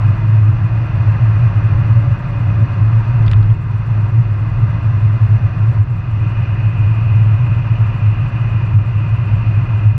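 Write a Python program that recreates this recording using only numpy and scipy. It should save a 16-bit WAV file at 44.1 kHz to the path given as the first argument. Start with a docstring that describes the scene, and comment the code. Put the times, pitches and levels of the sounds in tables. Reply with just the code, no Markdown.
"""A deep, fluttering boom, made from noise ringing the cabin air, swells with bumps in a car on a motorway.
Noise through resonances also gives the body rumble, panel hum and tyre roar, which share one level curve.
Filtered noise whistles and hisses at the seals and gaps, over a faint engine hum made of sine tones.
Very faint high buzz comes in short bursts, the tread sings for a while, and loose trim rattles
in one patch of short knocks."""
import sys
import numpy as np
from scipy import signal
from scipy.fft import rfft, irfft, next_fast_len
from scipy.io import wavfile
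from scipy.ndimage import uniform_filter1d, minimum_filter1d

SR = 44100
rng = np.random.default_rng(int(sys.argv[2]) if len(sys.argv) > 2 else 0)


def dump_mix(stems):
    """Bounce the given channels to the path in sys.argv[1] as a 16-bit WAV at rate SR."""
    frames = np.atleast_2d(stems).T  # one column per channel
    limited = np.clip(frames, -1, 1)  # hard clip at full scale
    pcm = np.round(limited * 32767).astype(np.int16)
    wavfile.write(sys.argv[1], SR, pcm)


N = 440098

# In every MODES table the levels only compare the resonances of that table with each other.
# shared level of the road and wind noise; its sudden dips, written in here, stand for
# the recorder's gain control ducking after strong peaks: t/s, level change/dB
ROAD_WIND_LEVEL = [(0, 3), (0.5, 0.3), (1.1, 3), (1.8, 2.5), (2.1, 1), (3.32, 2), (3.6, -3.5), (4.0, 0.4),
                   (4.25, -1.5), (4.7, 0.5), (5.78, 0.2), (5.84, -4.5), (6.35, 0.23), (8.6, 0.5),
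                   (8.78, -1.5), (9.25, 0.5), (9.84, -0.3), (9.98, -5)]
# bumps that set the boom, before the boom trim: start/s, length/s, level/dB
BUMPS = [(0.031, 0.088, -9.5), (0.289, 0.23, -8.5), (0.984, 0.034, -10), (1.075, 0.04, -8.5),
         (1.219, 0.04, -8.5), (1.275, 0.104, -9.5), (1.554, 0.042, -8), (1.699, 0.049, -11.5),
         (1.914, 0.086, -7), (2.063, 0.075, -7.5), (2.449, 0.068, -11), (2.795, 0.088, -9),
         (2.915, 0.099, -8.5), (3.199, 0.088, -9), (3.343, 0.076, -6), (3.479, 0.068, -8),
         (4.139, 0.088, -8), (4.856, 0.034, -10), (5.012, 0.064, -8.5), (5.286, 0.065, -7),
         (5.436, 0.038, -7.5), (5.607, 0.04, -8), (5.674, 0.031, -8), (5.782, 0.048, -7.5),
         (6.649, 0.06, -10), (6.791, 0.1, -10), (7.117, 0.23, -9), (7.702, 0.032, -7.5),
         (7.788, 0.064, -9.5), (8.057, 0.046, -8), (8.727, 0.079, -5.5), (9.318, 0.03, -10),
         (9.739, 0.026, -6.5), (9.847, 0.062, -5.5)]
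# short lulls where the boom sinks, some standing for the same gain ducking: start/s, length/s, change/dB
LULLS = [(0.14, .08, -8), (.85, 0.088, -6.5), (2.17, 0.14, -14), (2.66, 0.13, -5.5), (3.6, 0.074, -4.5),
         (5.86, 0.27, -4), (8.26, .07, -10.5)]
# jolts through the suspension: start/s, length/s, body rumble change/dB, panel hum change/dB
JOLTS = [(1.6, 0.27, 3, 1.5), (2.583, 0.089, -4, 7.5), (3.17, 0.37, 7.5, 2.5), (4.5, .15, 6, 0.5),
         (9.246, 0.27, 3.5, 2)]
# resonances of the cabin air that make the boom: f/Hz, width/Hz, level/dB
CABIN_MODES = [(107.36, 9.9, 2), (110.4, 12, -5)]
# weaker air resonances on either side of the boom: f/Hz, width/Hz, level/dB
FLANK_MODES = [(88, 10, -6), (123.7, 14, 0)]
# resonances of the sprung car body: f/Hz, width/Hz, level/dB
BODY_MODES = [(24, 32, -8), (41.5, 17, 2), (65.6, 34, -3)]
# resonances of the floor panels: f/Hz, width/Hz, level/dB
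PANEL_MODES = [(143.8, 11, 0.5), (163.2, 26, -1.5), (200.6, 7.9, -10.5), (223.4, 50, -15)]
# resonances of the tyres, carcass and tread: f/Hz, width/Hz, level/dB
TYRE_MODES = [(302, 58, -1.5), (376.8, 74, -6), (473, 58, -11), (565.5, 76, -6.5), (640, 110, -10),
              (721, 125, -8.5), (832, 55, -8.5), (936, 50, -3.5), (1037, 140, -5.5), (1199, 190, -6),
              (1369, 110, -8.5), (1537, 180, -11), (1676, 215, -12), (1835, 74, -14.5), (2014, 310, -14)]
# resonances at the window seals: f/Hz, width/Hz, level/dB
SEAL_MODES = [(2010, 130, -9), (2488, 160, 0.0), (2680, 72, -3.2), (2780, 320, -7.3)]
# resonances of the gaps in the trim: f/Hz, width/Hz, level/dB
GAP_MODES = [(3447, 510, 3), (4250, 1234, -1), (5130, 1900, -9.5), (5870, 353, -5), (7924, 12000, -27.5)]
# the main engine tone heard in the cabin: t/s, f/Hz, level/dB
ENGINE = [(0, 322, -41), (.7, 314, -40), (1.3, 308, -41), (2.4, 286, -44), (3.6, 300, -58), (6, 318, -56),
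          (7, 313, -50), (9.98, 306, -54)]
# resonances of the high buzz: f/Hz, width/Hz, level/dB
BUZZ_MODES = [(6780, 200, -13.5), (7450, 160, -2.5), (8120, 220, -9), (8750, 240, -10.5),
              (11300, 7000, -19.5)]
# the narrow resonance of the singing tread: f/Hz, width/Hz, level/dB
SONG_MODES = [(571, 11, 0)]
# knocks of loose trim: t/s, peak level/dB, top edge f/Hz, decay/s
RATTLE = [(3.263, -31, 9500, .005), (3.280, -19.5, 4400, .0022), (3.314, -21, 9500, .003),
          (3.333, -18, 4300, .002), (3.365, -38, 9500, .002), (3.428, -33, 7000, .004),
          (3.502, -27, 3500, .002)]
# resonances of the loose trim: f/Hz, width/Hz, level/dB
TRIM_MODES = [(1400, 800, 1), (2400, 900, 0), (3450, 1000, 0), (4500, 700, -7), (7000, 6000, -20)]

# the boom between bumps, before the boom trim, and its random swelling
BOOM_DB, BOOM_FLUTTER_DB, BOOM_FLUTTER_S = -15, 2.5, 0.044
BUMP_EDGE_S, JOLT_EDGE_S = 0.028, 0.065  # smoothing of the rises and falls
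FLANK_DB = -21.5
# levels where the shared level curve is at 0 dB, before jolts and other swelling
RUMBLE_DB, PANEL_DB, DRUM_DB = -28.5, -29, -40.5
TREAD_DB, WHISTLE_DB, HISS_DB = -35.5, -45.5, -57.5
BOOM_FOLLOW, BODY_FOLLOW, HISS_FOLLOW = 0.75, 0.5, 0.87  # dB per dB of the shared level curve
DRUM_JOLT_SHARE = 0.53  # part of the panels' jolt, in dB, that the tyre drumming shares
# the seal whistle grows and stays louder
WHISTLE_RISE_S, WHISTLE_RISE_LENGTH_S, WHISTLE_RISE_DB = 5.78, 0.64, 5
SONG_START_S, SONG_LENGTH_S, SONG_DB = 1.45, 1.3, -45.5
TOP_HZ = 13500  # the whole sound is cut above this


def undb(db):
    """Turn decibels into a gain."""
    return 10 ** (np.asarray(db) / 20)


def curves(table):
    """Join the columns of a table by straight lines in time."""
    s, *columns = np.transpose(table)
    return [np.interp(np.arange(N) / SR, s, column) for column in columns]


def unit(x):
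    """Scale to an rms (average strength) of 1."""
    return x / np.sqrt(np.mean(x ** 2))


def resonate(x, modes):
    """Pass a force through steep resonances whose powers add, then scale to rms 1."""
    size = next_fast_len(len(x))
    f = np.maximum(np.arange(size // 2 + 1) * SR / size, 1)
    power = np.zeros(len(f))
    for hz, width, db in modes:
        offset = (f * f - hz * hz) / (f * width)  # distance from the peak
        power += undb(db) ** 2 / (1 + offset ** 2) ** 2
    rung = irfft(rfft(x, size) * np.sqrt(power), size)
    return unit(rung[:len(x)])


def noise():
    """Make the random push of road grain or turbulent air."""
    return rng.standard_normal(N)


def smooth(x, seconds):
    """Take a running mean twice."""
    size = max(int(seconds * SR), 1)
    return uniform_filter1d(uniform_filter1d(x, size), size)


def steady(x, seconds):
    """Even out swells slower than the given time; quicker beating stays."""
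    power = np.maximum(smooth(x * x, seconds), 0)
    return unit(x / np.sqrt(power + 1e-6))


def band(x, low_hz, high_hz):
    """Keep one band of pitches, with steep edges and no delay."""
    sos = signal.butter(4, [low_hz, high_hz], "band", fs=SR, output="sos")
    return signal.sosfiltfilt(sos, x)


def stretches(rows, edge_s):
    """Set each (start, length, size) stretch and round its edges; very short ones stay below full size."""
    out = np.zeros(N)
    for start, length, size in rows:
        out[max(int(start * SR), 0):int((start + length) * SR)] = size
    return smooth(out, seconds=edge_s)


def boom_level(level_db):
    """The boom flutters between bumps and sinks in lulls; each bump moves it to a level of its own, in dB."""
    flutter = BOOM_FLUTTER_DB * unit(smooth(noise(), seconds=BOOM_FLUTTER_S))
    between = BOOM_DB + BOOM_FOLLOW * level_db + flutter
    between += stretches(LULLS, BUMP_EDGE_S)
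    on_bump = stretches([(start, length, 1) for start, length, _ in BUMPS], BUMP_EDGE_S)
    return (1 - on_bump) * between + stretches(BUMPS, BUMP_EDGE_S)


def cabin_boom(level_db, trim_db, low_hz, high_hz):
    """Road noise rings the cabin's air resonances, which beat against each other."""
    gain = undb(boom_level(level_db) + trim_db)
    air = resonate(noise(), CABIN_MODES)
    # shaping twice lets the air follow the bumps while it stays in its narrow band
    for _ in range(2):
        air = band(steady(air, seconds=0.038) * gain, low_hz, high_hz)
    # the flanking resonances murmur on between bumps
    flank = steady(resonate(noise(), FLANK_MODES), seconds=0.05)
    return air + flank * undb(FLANK_DB)


def body_rumble(level_db):
    """Road noise rocks the sprung body at its low resonances, and jolts change the rumble."""
    jolts = stretches([(start, length, db) for start, length, db, _ in JOLTS], JOLT_EDGE_S)
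    body = steady(resonate(noise(), BODY_MODES), seconds=0.17)
    return body * undb(RUMBLE_DB + BODY_FOLLOW * level_db + jolts)


def panel_hum(level_db, jolts):
    """Road noise shakes the floor panels, which hum at their resonances."""
    panels = steady(resonate(noise(), PANEL_MODES), seconds=0.36)
    return panels * undb(PANEL_DB + BODY_FOLLOW * level_db + jolts)


def tyre_roar(level_db, jolts, split_hz):
    """Road grain drums the tyre carcasses below the split and makes the tread roar above it."""
    carcass_modes = [mode for mode in TYRE_MODES if mode[0] < split_hz]
    tread_modes = [mode for mode in TYRE_MODES if mode[0] >= split_hz]
    drum_db = DRUM_DB + BODY_FOLLOW * level_db + DRUM_JOLT_SHARE * jolts
    drum = resonate(noise(), carcass_modes) * undb(drum_db)
    tread = resonate(noise(), tread_modes) * undb(TREAD_DB + level_db)
    return drum + tread


def wind(level_db, flutter_db):
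    """Turbulent air whistles at the seals and hisses in the gaps, fluttering with its eddies."""
    rise = np.clip((np.arange(N) / SR - WHISTLE_RISE_S) / WHISTLE_RISE_LENGTH_S, 0, 1)
    eddies = undb(flutter_db * unit(smooth(noise(), seconds=0.027)))
    whistle = resonate(noise(), SEAL_MODES) * undb(WHISTLE_DB + level_db + WHISTLE_RISE_DB * rise)
    hiss = resonate(noise(), GAP_MODES) * undb(HISS_DB + HISS_FOLLOW * level_db)
    return (whistle + hiss) * eddies


def engine(below_db, above_db, waver_db):
    """The engine hums on one tone plus the octaves below and above it, slightly uneven in level."""
    hz, db = curves(ENGINE)
    phase = 2 * np.pi * np.cumsum(hz) / SR
    hum = np.sin(phase)
    hum += undb(below_db) * np.sin(phase / 2)
    hum += undb(above_db) * np.sin(2 * phase)
    waver = waver_db * unit(smooth(noise(), seconds=0.19))
    return unit(hum) * undb(db + waver)


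def buzz(db, gap_s, length_s, scatter):
    """High, resonant noise sounds in short bursts at uneven intervals."""
    gaps = gap_s * np.exp(scatter * rng.standard_normal(size=120))
    starts = np.cumsum(gaps) - gap_s
    t = np.arange(N) / SR
    since = t - starts[np.searchsorted(starts, t) - 1]  # time since the latest burst began
    gate = (since >= 0) & (since < length_s)
    return undb(db) * smooth(gate * 1.0, seconds=0.002) * resonate(noise(), BUZZ_MODES)


def tread_song(edge_s):
    """On one patch of asphalt a narrow tread resonance swells out of the roar and sinks back."""
    swell = stretches([(SONG_START_S, SONG_LENGTH_S, undb(SONG_DB))], edge_s)
    return resonate(noise(), SONG_MODES) * swell


def rattle(attack_s):
    """Each knock is a short scrape that rings the trim, with its own top edge and decay."""
    out = np.zeros(N)
    t = np.arange(SR // 20) / SR
    for s, db, top_hz, decay_s in RATTLE:
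        ring = band(resonate(rng.standard_normal(len(t)), TRIM_MODES), 810, top_hz)
        knock = ring * (1 - np.exp(-t / attack_s)) * np.exp(-t / decay_s)
        start = int(s * SR)
        out[start:start + len(t)] += undb(db) * knock / np.abs(knock).max()
    return out


def limit(x, ceiling, hold_s):
    """Turn the gain down smoothly around every peak that would pass the ceiling."""
    gain = np.minimum(1, ceiling / (np.abs(x) + 1e-9))
    held_gain = minimum_filter1d(gain, int(hold_s * SR) + 1)
    return x * smooth(held_gain, seconds=hold_s / 2)


def scene():
    """Add up everything that reaches the dashboard."""
    level_db, = curves(ROAD_WIND_LEVEL)
    panel_jolts = stretches([(start, length, db) for start, length, _, db in JOLTS], JOLT_EDGE_S)
    out = cabin_boom(level_db, trim_db=0.12, low_hz=81.0, high_hz=145)
    out += body_rumble(level_db)
    out += panel_hum(level_db, panel_jolts)
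    out += tyre_roar(level_db, panel_jolts, split_hz=520)
    out += wind(level_db, flutter_db=0.34)
    out += engine(below_db=1.0, above_db=-11.0, waver_db=2.5)
    out += buzz(db=-68.5, gap_s=0.099, length_s=0.029, scatter=0.3)
    out += tread_song(edge_s=0.15)
    out += rattle(attack_s=0.00028)
    return out[None]


def record(dry):
    """The recorder holds down the strongest peaks and cuts the top of the treble."""
    held = limit(dry, ceiling=0.88, hold_s=0.025)
    # ripple 0.2 dB below the edge, at least 70 dB down beyond it
    top_cut = signal.ellip(8, 0.2, 70, TOP_HZ, fs=SR, output="sos")
    return signal.sosfilt(top_cut, held)


dry = scene()
out = record(dry)
dump_mix(out)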